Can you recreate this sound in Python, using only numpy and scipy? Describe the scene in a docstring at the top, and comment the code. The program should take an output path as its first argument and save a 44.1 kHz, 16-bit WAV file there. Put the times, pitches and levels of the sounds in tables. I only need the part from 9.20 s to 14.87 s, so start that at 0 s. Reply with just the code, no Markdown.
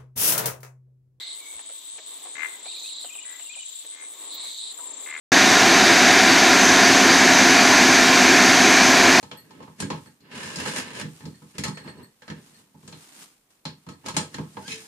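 """Tightening a lathe chuck

A small workshop, a stereo pair close to the lathe. Over quiet room air, gloves rustle and a T-handled
key closes the jaws on a steel bar. The scroll rasps in tiny slips as it is spun, and the key's loose
handle jingles. Up front, key, jaws and bar knock and set the heavy machine ringing; at the next socket
the key clacks home and squeaks under load."""
import sys
import numpy as np
from scipy import signal
from scipy.fft import irfft, next_fast_len
from scipy.io import wavfile
from scipy.ndimage import uniform_filter1d

SR = 44100
rng = np.random.default_rng(int(sys.argv[2]) if len(sys.argv) > 2 else 0)


def unload_audio(sound):
    """Save the sound as a 16-bit wav file, at the path given as the first command line argument."""
    columns = np.transpose(np.atleast_2d(sound))
    # keep every value between -1 and 1, then stretch to whole-number steps
    steps = np.round(np.clip(columns, -1, 1) * 32767)
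    wavfile.write(sys.argv[1], SR, steps.astype(np.int16))


N = 250047
RING_SIZE, NOISE_SIZE = 16384, 2 * next_fast_len(N // 2 + 1)   # samples
TIME = np.arange(N) / SR
AGE = TIME[:RING_SIZE]   # time since a contact
CUTOFF_HZ = 14700
SWELL_DB = 12   # a swell climbs this far in its rise time and sinks as far in its fall time

# How alike the two microphones hear the room: f/Hz, correlation
MIC_LIKENESS = [(60, .99), (130, .97), (290, 0.88), (640, 0.45), (1400, .05), (3100, -0.11), (6800, 0),
                (15000, 0)]
# Where each pitch sits across the pair: f/Hz, left minus right/dB
MIC_BALANCE = [(60, 1.5), (300, -3), (700, -0.5), (1200, -2.5), (1800, -3.5), (2800, -1), (4200, 1.5),
               (6400, 5), (7600, 5), (9000, -8.5), (12000, -0.5), (15000, 0.5)]
# Room tone of the workshop: f/Hz, relative level/dB
AIR_SPECTRUM = [(15, -22), (25, 14), (54, -9), (196, 0), (1350, -12), (1460, -14), (1760, -15),
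                (2130, -13.5), (6040, -34), (6900, -20.5), (15000, -13.5)]
# Rubbing cloth: f/Hz, relative level/dB
CLOTH_SPECTRUM = [(100, -18), (190, 1.5), (320, 0), (500, -10), (850, -3.5), (1500, -5), (2600, -4.5),
                  (4200, -5), (6000, -6), (9000, -4.5), (11000, -11), (15000, -15)]
# A glove or sleeve brushes past: t/s at its height, rise/s, fall/s, relative level/dB
RUSTLES = [(0.02, 0.1, 0.32, -60.5), (0.85, 0.66, 0.14, -59), (1.95, 0.25, 0.41, -55),
           (2.3, 0.13, 0.38, -61), (2.6, 0.3, 1, -66), (3.27, 0.22, 0.23, -58.5), (3.39, 0.1, 0.07, -59),
           (3.64, 0.068, 0.35, -60.5), (3.83, 0.15, 0.11, -52.5), (4.03, 0.14, 0.044, -46),
           (4.09, 0.1, 0.12, -59.5), (4.307, 0.01, 0.082, -62.5), (4.6, 0.1, 0.4, -69.5),
           (5.1, 0.25, 0.55, -65), (5.43, 0.74, 0.29, -57), (5.61, 0.035, 0.25, -50.5)]

# The machine's four registers (thud, clank, clack, click): low f/Hz, high f/Hz
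REGISTERS = [(65, 400), (400, 1400), (1400, 4500), (4500, 15000)]
# How each register dies away: build-up/s, crack over tail/dB, crack t60/s, tail t60/s
REGISTER_DECAYS = [(0.0056, -18, 0.022, 0.29), (0.00094, -3, 0.019, 0.24), (0.00071, -3, 0.042, 0.24),
                   (0.00025, 0, 0.051, 0.23)]
# Broad colour of the machine: f/Hz, relative level/dB
MACHINE_SPECTRUM = [(50, -54), (75, -9), (120, -5.5), (170, -1), (260, -2.5), (380, -5.5), (520, -3),
                    (720, -17), (1000, -14.5), (1450, -13.5), (2500, -12), (8800, -26), (11000, -29),
                    (14500, -48.5)]
# Modes of bed, chuck and key: f/Hz, width/Hz, level/dB over the broad colour struck, level/dB rubbed
RESONANCES = [(91.4, 13, 0.5, -10), (131.3, 4.1, 7.5, 3.5), (156.7, 5.1, 11.5, 5), (200.5, 7.2, 5.5, 7.5),
              (245.3, 5.2, 1.5, -1), (278.9, 5.8, 2.5, -4.5), (482.6, 20.6, -4, 0), (631, 7.5, 11, -20),
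              (860, 36, 16.5, 10), (922, 16, 14, 13.5), (1002, 21, 9.5, 11.5), (1070, 100, 3, 7),
              (1290.5, 8.1, 16.5, 6), (1630, 19, 11, 11.5), (1778, 32, 8.5, 11.5), (2225, 18, 7, 7),
              (2735, 7.4, -14, 13.5), (2914, 33, -2.5, 7.5), (3284, 66, 5.5, -15), (4120, 45, 10, -16),
              (4124, 43, 3.5, 7), (4340, 20, 14.5, 10), (5180, 510, 7.5, 4), (5720, 39, 13.5, -18),
              (6875, 790, 9.5, 7), (8450, 130, 9, 9), (9100, 22, -1, 9), (9100, 74, 2.5, 12.5)]
STRUCK, RUBBED = 2, 3   # its level columns
MODE_WAVES = np.exp(2j * np.pi * np.array(RESONANCES)[:, :1] * AGE)
SOFT_KNEE_HZ, TREBLE_HZ = 1200, 8100   # soft contacts roll off above the knee; losses apply at TREBLE_HZ

# Vigour of the spinning scroll as the jaws run in: t/s, level/dB
SPIN_VIGOUR = [(1.05, -62), (1.17, -43.5), (1.224, -41), (1.322, -40.5), (1.358, -40.5), (1.502, -38),
               (1.588, -35), (1.644, -44.5), (1.728, -47), (1.73, -44.5), (1.814, -41), (1.892, -59.5),
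               (1.95, -93)]
SPIN_USUAL_DB, SPIN_FADE_DB_PER_S = -39, 389   # the fade lies before and after the spin
# How each register follows the spin: relative level/dB at the usual vigour, dB per dB of vigour
SPIN_RESPONSE = [(-39.5, 0.78), (-40, 0.97), (-36, 1.07), (-39.5, 1.7)]
# Steel drags until it catches: t/s of the catch, rise/s, fall/s, relative level/dB, treble loss/dB
DRAGS = [(0.437, 0.22, 0.048, -50.5, 9), (0.604, 0.012, 0.021, -41.5, -9.5), (0.785, 0.12, 0.014, -52, -2),
         (2.356, 0.011, 0.048, -50.5, -1), (2.689, 0.079, 0.043, -45, 5.5), (2.806, 0.043, 0.055, -45, 21),
         (3.18, 0.037, 0.06, -53.5, 5), (3.306, 0.1, 0.3, -65, 17), (4.857, 0.011, 0.013, -50, -2),
         (4.9, 0.037, 0.015, -42, 7), (4.946, 0.004, 0.034, -37.5, -2), (5.14, 0.02, 0.012, -51.5, -11),
         (5.36, 0.01, 0.02, -55.5, 36), (5.43, 0.02, 0.013, -58.5, 18), (5.53, 0.073, 0.081, -51, -18.5)]
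# Weight of a drag in each register: level/dB
DRAG_TILT_DB = [4.5, -4.5, -2.5, -9]

# The loose handle slides in the key: t/s, relative level/dB, top mode's loss to the grip/dB
JINGLES = [(0.17, -48.5, 0.5), (0.86, -58, 14), (2.141, -57.5, 60), (2.461, -41, 40), (2.546, -47.5, 22),
           (2.575, -47.5, 55), (2.634, -55, 10), (2.676, -45.5, 24), (2.771, -59, 17), (2.825, -52.5, 7),
           (3.342, -56.5, 50), (4.714, -55.5, 26)]
HANDLE_HZ, HANDLE_WIDTH_HZ = [1840, 4340, 8120, 12500], [80, 99, 70, 120]   # bending modes
HANDLE_DB, GRIP_SLOPE = [-4, -0.5, -1.5, 0], 5.2   # the grip's loss grows as this power of pitch

# Harsh partials of the key binding in its socket: f/Hz, relative level/dB
CHATTER_PARTIALS = [(2094, -56), (2218, -59), (2546, -46.5), (3149, -53), (3784, -53), (4113, -56),
                    (5076, -55), (5265, -67), (5362, -65), (5975, -60), (6638, -55)]
# The squeak's three swells: t/s at the height, rise/s, fall/s, relative level/dB
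SQUEAL = (5.463, 0.02, 0.05, -54)
CHATTER = (5.524, 0.03, 0.045, -32)
SHANK_HUM = (5.548, 0.05, 0.06, -41)
SQUEAL_HARMONICS_DB, SQUEAL_HOLD_DB, SHANK_HZ = [7.5, -1, 2, -2], -68, 444
BIND_S, SLACK_HZ, LOADED_HZ, LOAD_TIME_S = 5.447, 1474, 1700, 0.022   # the slip rate climbs with load

# Steel on steel: t/s, relative level/dB, treble loss/dB, extra thud of the bed/dB, favoured f/Hz
KNOCKS = [(0.028, -42.5, 7.5, -0.5, 880), (0.1135, -35, 14.5, -8.5, 3240), (0.307, -48, 12, -20, 991),
          (0.404, -40.5, 68, -13, 1030), (0.426, -47.5, 12, -11, 930), (0.478, -46.5, 27, 2, 1090),
          (0.602, -33, 1.5, 1.5, 8900), (0.623, -34.5, 7, 8.5, 1630), (0.702, -27.5, 13, 0.5, 1010),
          (0.859, -50, 18, 1.5, 1740), (1.005, -65.5, 0, 10, 4430), (1.358, -40.5, -3, 6.5, 4870),
          (1.399, -35, 22, -2.5, 1760), (1.458, -28, 19, -10, 1480), (1.812, -39.5, 2, 8, 1730),
          (1.844, -52, 16, 17, 1090), (2.005, -47.5, 14, 1, 1860), (2.035, -52.5, 20, 14.5, 960),
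          (2.054, -43, 9, 9.5, 4540), (2.218, -53, 20, 9, 1280), (2.382, -37, -2, 8.5, 2020),
          (2.437, -32, -1.5, -11, 2000), (2.451, -32, 11, -0.5, 1100), (2.48, -40.5, 1, 11.5, 1300),
          (2.572, -39, 11.5, -14, 1870), (2.647, -49, 29, 6.5, 980), (2.675, -38.5, 22, -10, 1810),
          (3.02, -46.5, 13, -10.5, 1580), (3.079, -41, 11.5, -1, 1590), (3.1, -37, 12.5, 5, 1770),
          (3.543, -54.5, 44, 7, 920), (3.629, -58.5, 29, 11.5, 1000), (3.677, -46, 3.5, 3, 7700),
          (3.725, -44, 10, 0, 3990), (4.453, -32.5, 7.5, 0, 4340), (4.665, -48.5, 14, 9.5, 990),
          (4.688, -43.5, 5.5, 5.5, 1220), (4.84, -50, 31, -10, 940), (4.861, -35, 4, -1.5, 915),
          (4.884, -32.5, 3, -13, 1070), (4.966, -21.5, 4.5, -3.5, 8400), (5.143, -37.5, 4, 0.5, 1630),
          (5.183, -35, 18, 8, 1070), (5.369, -32.5, 27.5, -5, 886), (5.479, -40, 0, -2, 3360)]
# Part of a knock that rings as clean modes, in each register: share of power
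CLEAN_SHARE = [0.52, 0.3, 0.018, 0.058]
USUAL_LOSS_DB = 17.5   # treble loss of the contact that gives the machine its broad colour
FIRM_DB, SNAP_PER_DB, SNAP_RANGE_DB = -43, 0.4, (-5, 1)   # harder blows snap, lighter touches swell


def from_db(db):
    """Decibels to gain."""
    return np.exp(np.asarray(db) * (np.log(10) / 20))


def rms_one(x):
    """Scale to rms 1."""
    return x / np.sqrt(np.mean(x ** 2) + 1e-20)


def at_hz(points, hz):
    """Read a table on a log-frequency axis."""
    points = np.array(points)
    return np.interp(np.log(hz), np.log(points[:, 0]), points[:, 1])


def add(out, s, sound):
    """Mix a sound in at time s."""
    start = max(0, round(s * SR))
    out[:, start:start + sound.shape[1]] += sound[:, :max(0, N - start)]


def bins(size):
    """Frequencies of a spectrum of that many samples."""
    return np.maximum(np.arange(size // 2 + 1) * SR / size, 1)


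def peak(hz, centre_hz, width_hz):
    """Magnitude of one resonance, 1 on top."""
    return 1 / np.hypot(1, 2 * (hz - centre_hz) / width_hz)


def swell(s, rise_s, fall_s, db):
    """Gain that climbs to its height at s and sinks again, evenly in dB."""
    away = np.maximum((s - TIME) / max(rise_s, 1 / SR), (TIME - s) / max(fall_s, 1 / SR))
    return from_db(np.maximum(db - SWELL_DB * away, -200))


def mic_pair(hz):
    """Complex gains, left and right: each pitch reaches the two microphones apart in level and phase."""
    sides = np.array([[1], [-1]])
    apart = np.arccos(np.clip(at_hz(MIC_LIKENESS, hz), -1, 1)) / 2 * rng.choice([-1, 1], len(hz))
    return from_db(sides * at_hz(MIC_BALANCE, hz) / 2) * np.exp(1j * sides * apart)


def diffuse(colour):
    """Noise of a given magnitude spectrum as the pair hears it; rms 1."""
    hz = bins(2 * len(colour) - 2)
    phases = np.exp(2j * np.pi * rng.random(len(hz)))
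    return rms_one(irfft(colour * phases * mic_pair(hz)))


def steady(spectrum):
    """Diffuse noise for the whole scene."""
    return diffuse(from_db(at_hz(spectrum, bins(NOISE_SIZE))))[:, :N]


def room_air(level_db):
    """The workshop's steady rumble and hiss, far behind the lathe."""
    return from_db(level_db) * steady(AIR_SPECTRUM)


def gloves(gain_db, grain_db):
    """Cloth rubs with a fine, uneven grain, in one swell for each move of the hands."""
    grain = rms_one(uniform_filter1d(rng.standard_normal(N), size=200))
    rubbing = np.sqrt(sum(swell(*row) ** 2 for row in RUSTLES))
    return rubbing * from_db(gain_db + grain_db * grain) * steady(CLOTH_SPECTRUM)


def softness(hz):
    """How much of a contact's treble loss is felt at a pitch: 0 in the bass, 1 at TREBLE_HZ."""
    return np.log1p((hz / SOFT_KNEE_HZ) ** 4) / np.log1p((TREBLE_HZ / SOFT_KNEE_HZ) ** 4)


def register_colours(column):
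    """The machine's resonances on its broad colour, cut into the four registers."""
    hz = bins(RING_SIZE)
    power = 1 + sum((from_db(row[column]) * peak(hz, row[0], row[1])) ** 2 for row in RESONANCES)
    colour = from_db(at_hz(MACHINE_SPECTRUM, hz)) * np.sqrt(power)
    return [colour / np.sqrt((1 + (low / hz) ** 12) * (1 + (hz / high) ** 12))
            for low, high in REGISTERS]


def clean_modes(colour, spread_db):
    """A blow starts every resonance at once, each with a strength of its own; rms 1."""
    hz, width_hz = np.array(RESONANCES)[:, :2].T
    scatter = from_db(spread_db * rng.standard_normal(len(hz)))
    strength = np.interp(hz, bins(RING_SIZE), colour) * np.sqrt(width_hz) * scatter
    at_mics = mic_pair(hz) * strength * rng.choice([-1, 1], len(hz))
    return rms_one(np.imag(at_mics @ MODE_WAVES))


def contact(colour, build_s, first_db, first_t60, second_t60, clean_share=0):
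    """Steel and room ring after one contact, in two summed decays; rms near 1 over the first 25 ms."""
    decay = from_db(first_db - 60 * AGE / first_t60) + from_db(-60 * AGE / second_t60)
    envelope = decay * (1 - np.exp(-AGE / build_s))
    ring = diffuse(colour)
    if clean_share > 0:
        modes = clean_modes(colour, spread_db=1.0)
        ring = np.sqrt(1 - clean_share) * ring + np.sqrt(clean_share) * modes
    return rms_one(ring * envelope) * np.sqrt(np.mean(envelope ** 2) / np.mean(envelope[:SR // 40] ** 2))


def scraping(slips_per_s, spread_db, trims_db, hiss_db, points):
    """Spun or dragged steel slips at random, at a few points that each ring the machine their own way."""
    sizes = from_db(spread_db * np.minimum(rng.exponential(1, N), 4)) * rng.choice([-1, 1], N)
    slips = sizes * (rng.random(N) < slips_per_s / SR)
    slip_point = rng.integers(0, points, N)
    idle_s = np.abs(TIME - np.clip(TIME, SPIN_VIGOUR[0][0], SPIN_VIGOUR[-1][0])).clip(0, 1)
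    vigour_db = np.interp(TIME, *np.transpose(SPIN_VIGOUR)) - SPIN_USUAL_DB - SPIN_FADE_DB_PER_S * idle_s
    drags = [(swell(*shape), loss_db) for *shape, loss_db in DRAGS]
    # a bright, high hiss on the scraping steel
    hiss_lift = from_db(hiss_db * (bins(RING_SIZE) / CUTOFF_HZ).clip(0, 1) ** 2)
    out = np.zeros((2, N))
    for k, colour in enumerate(register_colours(RUBBED)):
        spin_db, follows = SPIN_RESPONSE[k]
        soft = softness(np.sqrt(np.prod(REGISTERS[k])))
        drag = sum(gain * from_db(DRAG_TILT_DB[k] - loss_db * soft) for gain, loss_db in drags)
        force = from_db(spin_db + follows * vigour_db) + drag
        rasp = 0
        for point in range(points):
            ring = contact(colour * hiss_lift, *REGISTER_DECAYS[k])
            rasp += signal.oaconvolve((slips * (slip_point == point))[None], ring)[:, :N]
        out += from_db(trims_db[k]) * force * rms_one(rasp)
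    return out


def handle_jingles(build_s, gain_db, detune_widths):
    """The handle rod rings in its bending modes as it slides; the grip damps, blurs and shifts them."""
    out, hz = np.zeros((2, N)), bins(RING_SIZE)
    for s, level_db, grip_db in JINGLES:
        for mode_hz, width_hz, mode_db in zip(HANDLE_HZ, HANDLE_WIDTH_HZ, HANDLE_DB):
            shifted_hz = mode_hz + detune_widths * width_hz * rng.standard_normal()
            colour = peak(hz, shifted_hz, 2 * width_hz) ** 2
            # a long ring over a short, faint one
            ring = contact(colour, build_s, first_db=13, first_t60=0.23, second_t60=0.08)
            damped_db = grip_db * (mode_hz / HANDLE_HZ[-1]) ** GRIP_SLOPE
            add(out, s, from_db(level_db + gain_db + mode_db - damped_db) * ring)
    return out


def key_squeak(width_hz, jitter):
    """Stick and slip squeals upward as the load grows, then chatters harshly while the shank hums."""
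    slackness = np.exp(-np.maximum(TIME - BIND_S, 0) / LOAD_TIME_S)
    slip_hz = LOADED_HZ + (SLACK_HZ - LOADED_HZ) * slackness
    waver = rms_one(uniform_filter1d(rng.standard_normal((2, N)), size=80))
    phase = 2 * np.pi * np.cumsum(slip_hz * (1 + jitter * waver), axis=1) / SR
    squeal = np.sqrt(2) * sum(from_db(db) * np.sin(k * phase)
                              for k, db in enumerate(SQUEAL_HARMONICS_DB, 1))
    hz = bins(NOISE_SIZE)
    cluster = sum(from_db(db) * peak(hz, centre_hz, width_hz) ** 2 for centre_hz, db in CHATTER_PARTIALS)
    chatter = diffuse(cluster)[:, :N]
    hum = np.sin(2 * np.pi * SHANK_HZ * TIME)
    held = from_db(SQUEAL_HOLD_DB) * (TIME > SQUEAL[0])   # under full load the squeal holds on faintly
    return np.maximum(swell(*SQUEAL), held) * squeal + swell(*CHATTER) * chatter + swell(*SHANK_HUM) * hum


def knocks(trims_db, lead_s, focus_db, focus_width, focus_lift_db):
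    """Key, jaws and bar strike the machine; hard blows reach far into the treble, soft ones roll off."""
    out, hz = np.zeros((2, N)), bins(RING_SIZE)
    colours = register_colours(STRUCK)
    centres_hz = np.sqrt(np.prod(REGISTERS, axis=1))
    for s, level_db, loss_db, thud_db, focus_hz in KNOCKS:
        levels_db = level_db - loss_db * softness(centres_hz) + trims_db
        levels_db[0] += thud_db
        hardness = from_db((USUAL_LOSS_DB - loss_db) * softness(hz))
        # the spot that is struck favours the resonances around one pitch
        spot = from_db(focus_db * peak(hz, focus_hz, focus_width * focus_hz) ** 2)
        levels_db += focus_lift_db * np.array([low <= focus_hz < high for low, high in REGISTERS])
        snap_db = np.clip(SNAP_PER_DB * (level_db - FIRM_DB), *SNAP_RANGE_DB)
        for k, (build_s, crack_db, crack_t60, tail_t60) in enumerate(REGISTER_DECAYS):
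            ring = contact(colours[k] * hardness * spot, build_s / from_db(snap_db),
                           crack_db + snap_db, crack_t60, tail_t60, CLEAN_SHARE[k])
            add(out, s - lead_s, from_db(levels_db[k]) * ring)
    return out


def scene():
    """At the chuck: metalwork and gloves up close, the workshop's air behind."""
    steel = knocks(trims_db=[-3.5, -7.0, -3.5, -2.5], lead_s=0.0002,
                   focus_db=9.0, focus_width=0.31, focus_lift_db=3.5)
    steel += scraping(slips_per_s=900, spread_db=4.5, trims_db=[0, 0, 1, 1], hiss_db=10, points=4)
    steel += handle_jingles(build_s=0.0046, gain_db=-4, detune_widths=0.08)
    steel += key_squeak(width_hz=220, jitter=0.0082)
    return steel + gloves(gain_db=2.0, grain_db=1.5) + room_air(level_db=-67)


def record(dry):
    """The microphones lose the deepest bass, and the top is cut steeply."""
    low_cut = signal.butter(2, 58, "high", fs=SR, output="sos")
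    high_cut = signal.ellip(10, 0.1, 80, CUTOFF_HZ, fs=SR, output="sos")
    return signal.sosfilt(high_cut, signal.sosfilt(low_cut, dry))


dry = scene()
out = record(dry)
unload_audio(out)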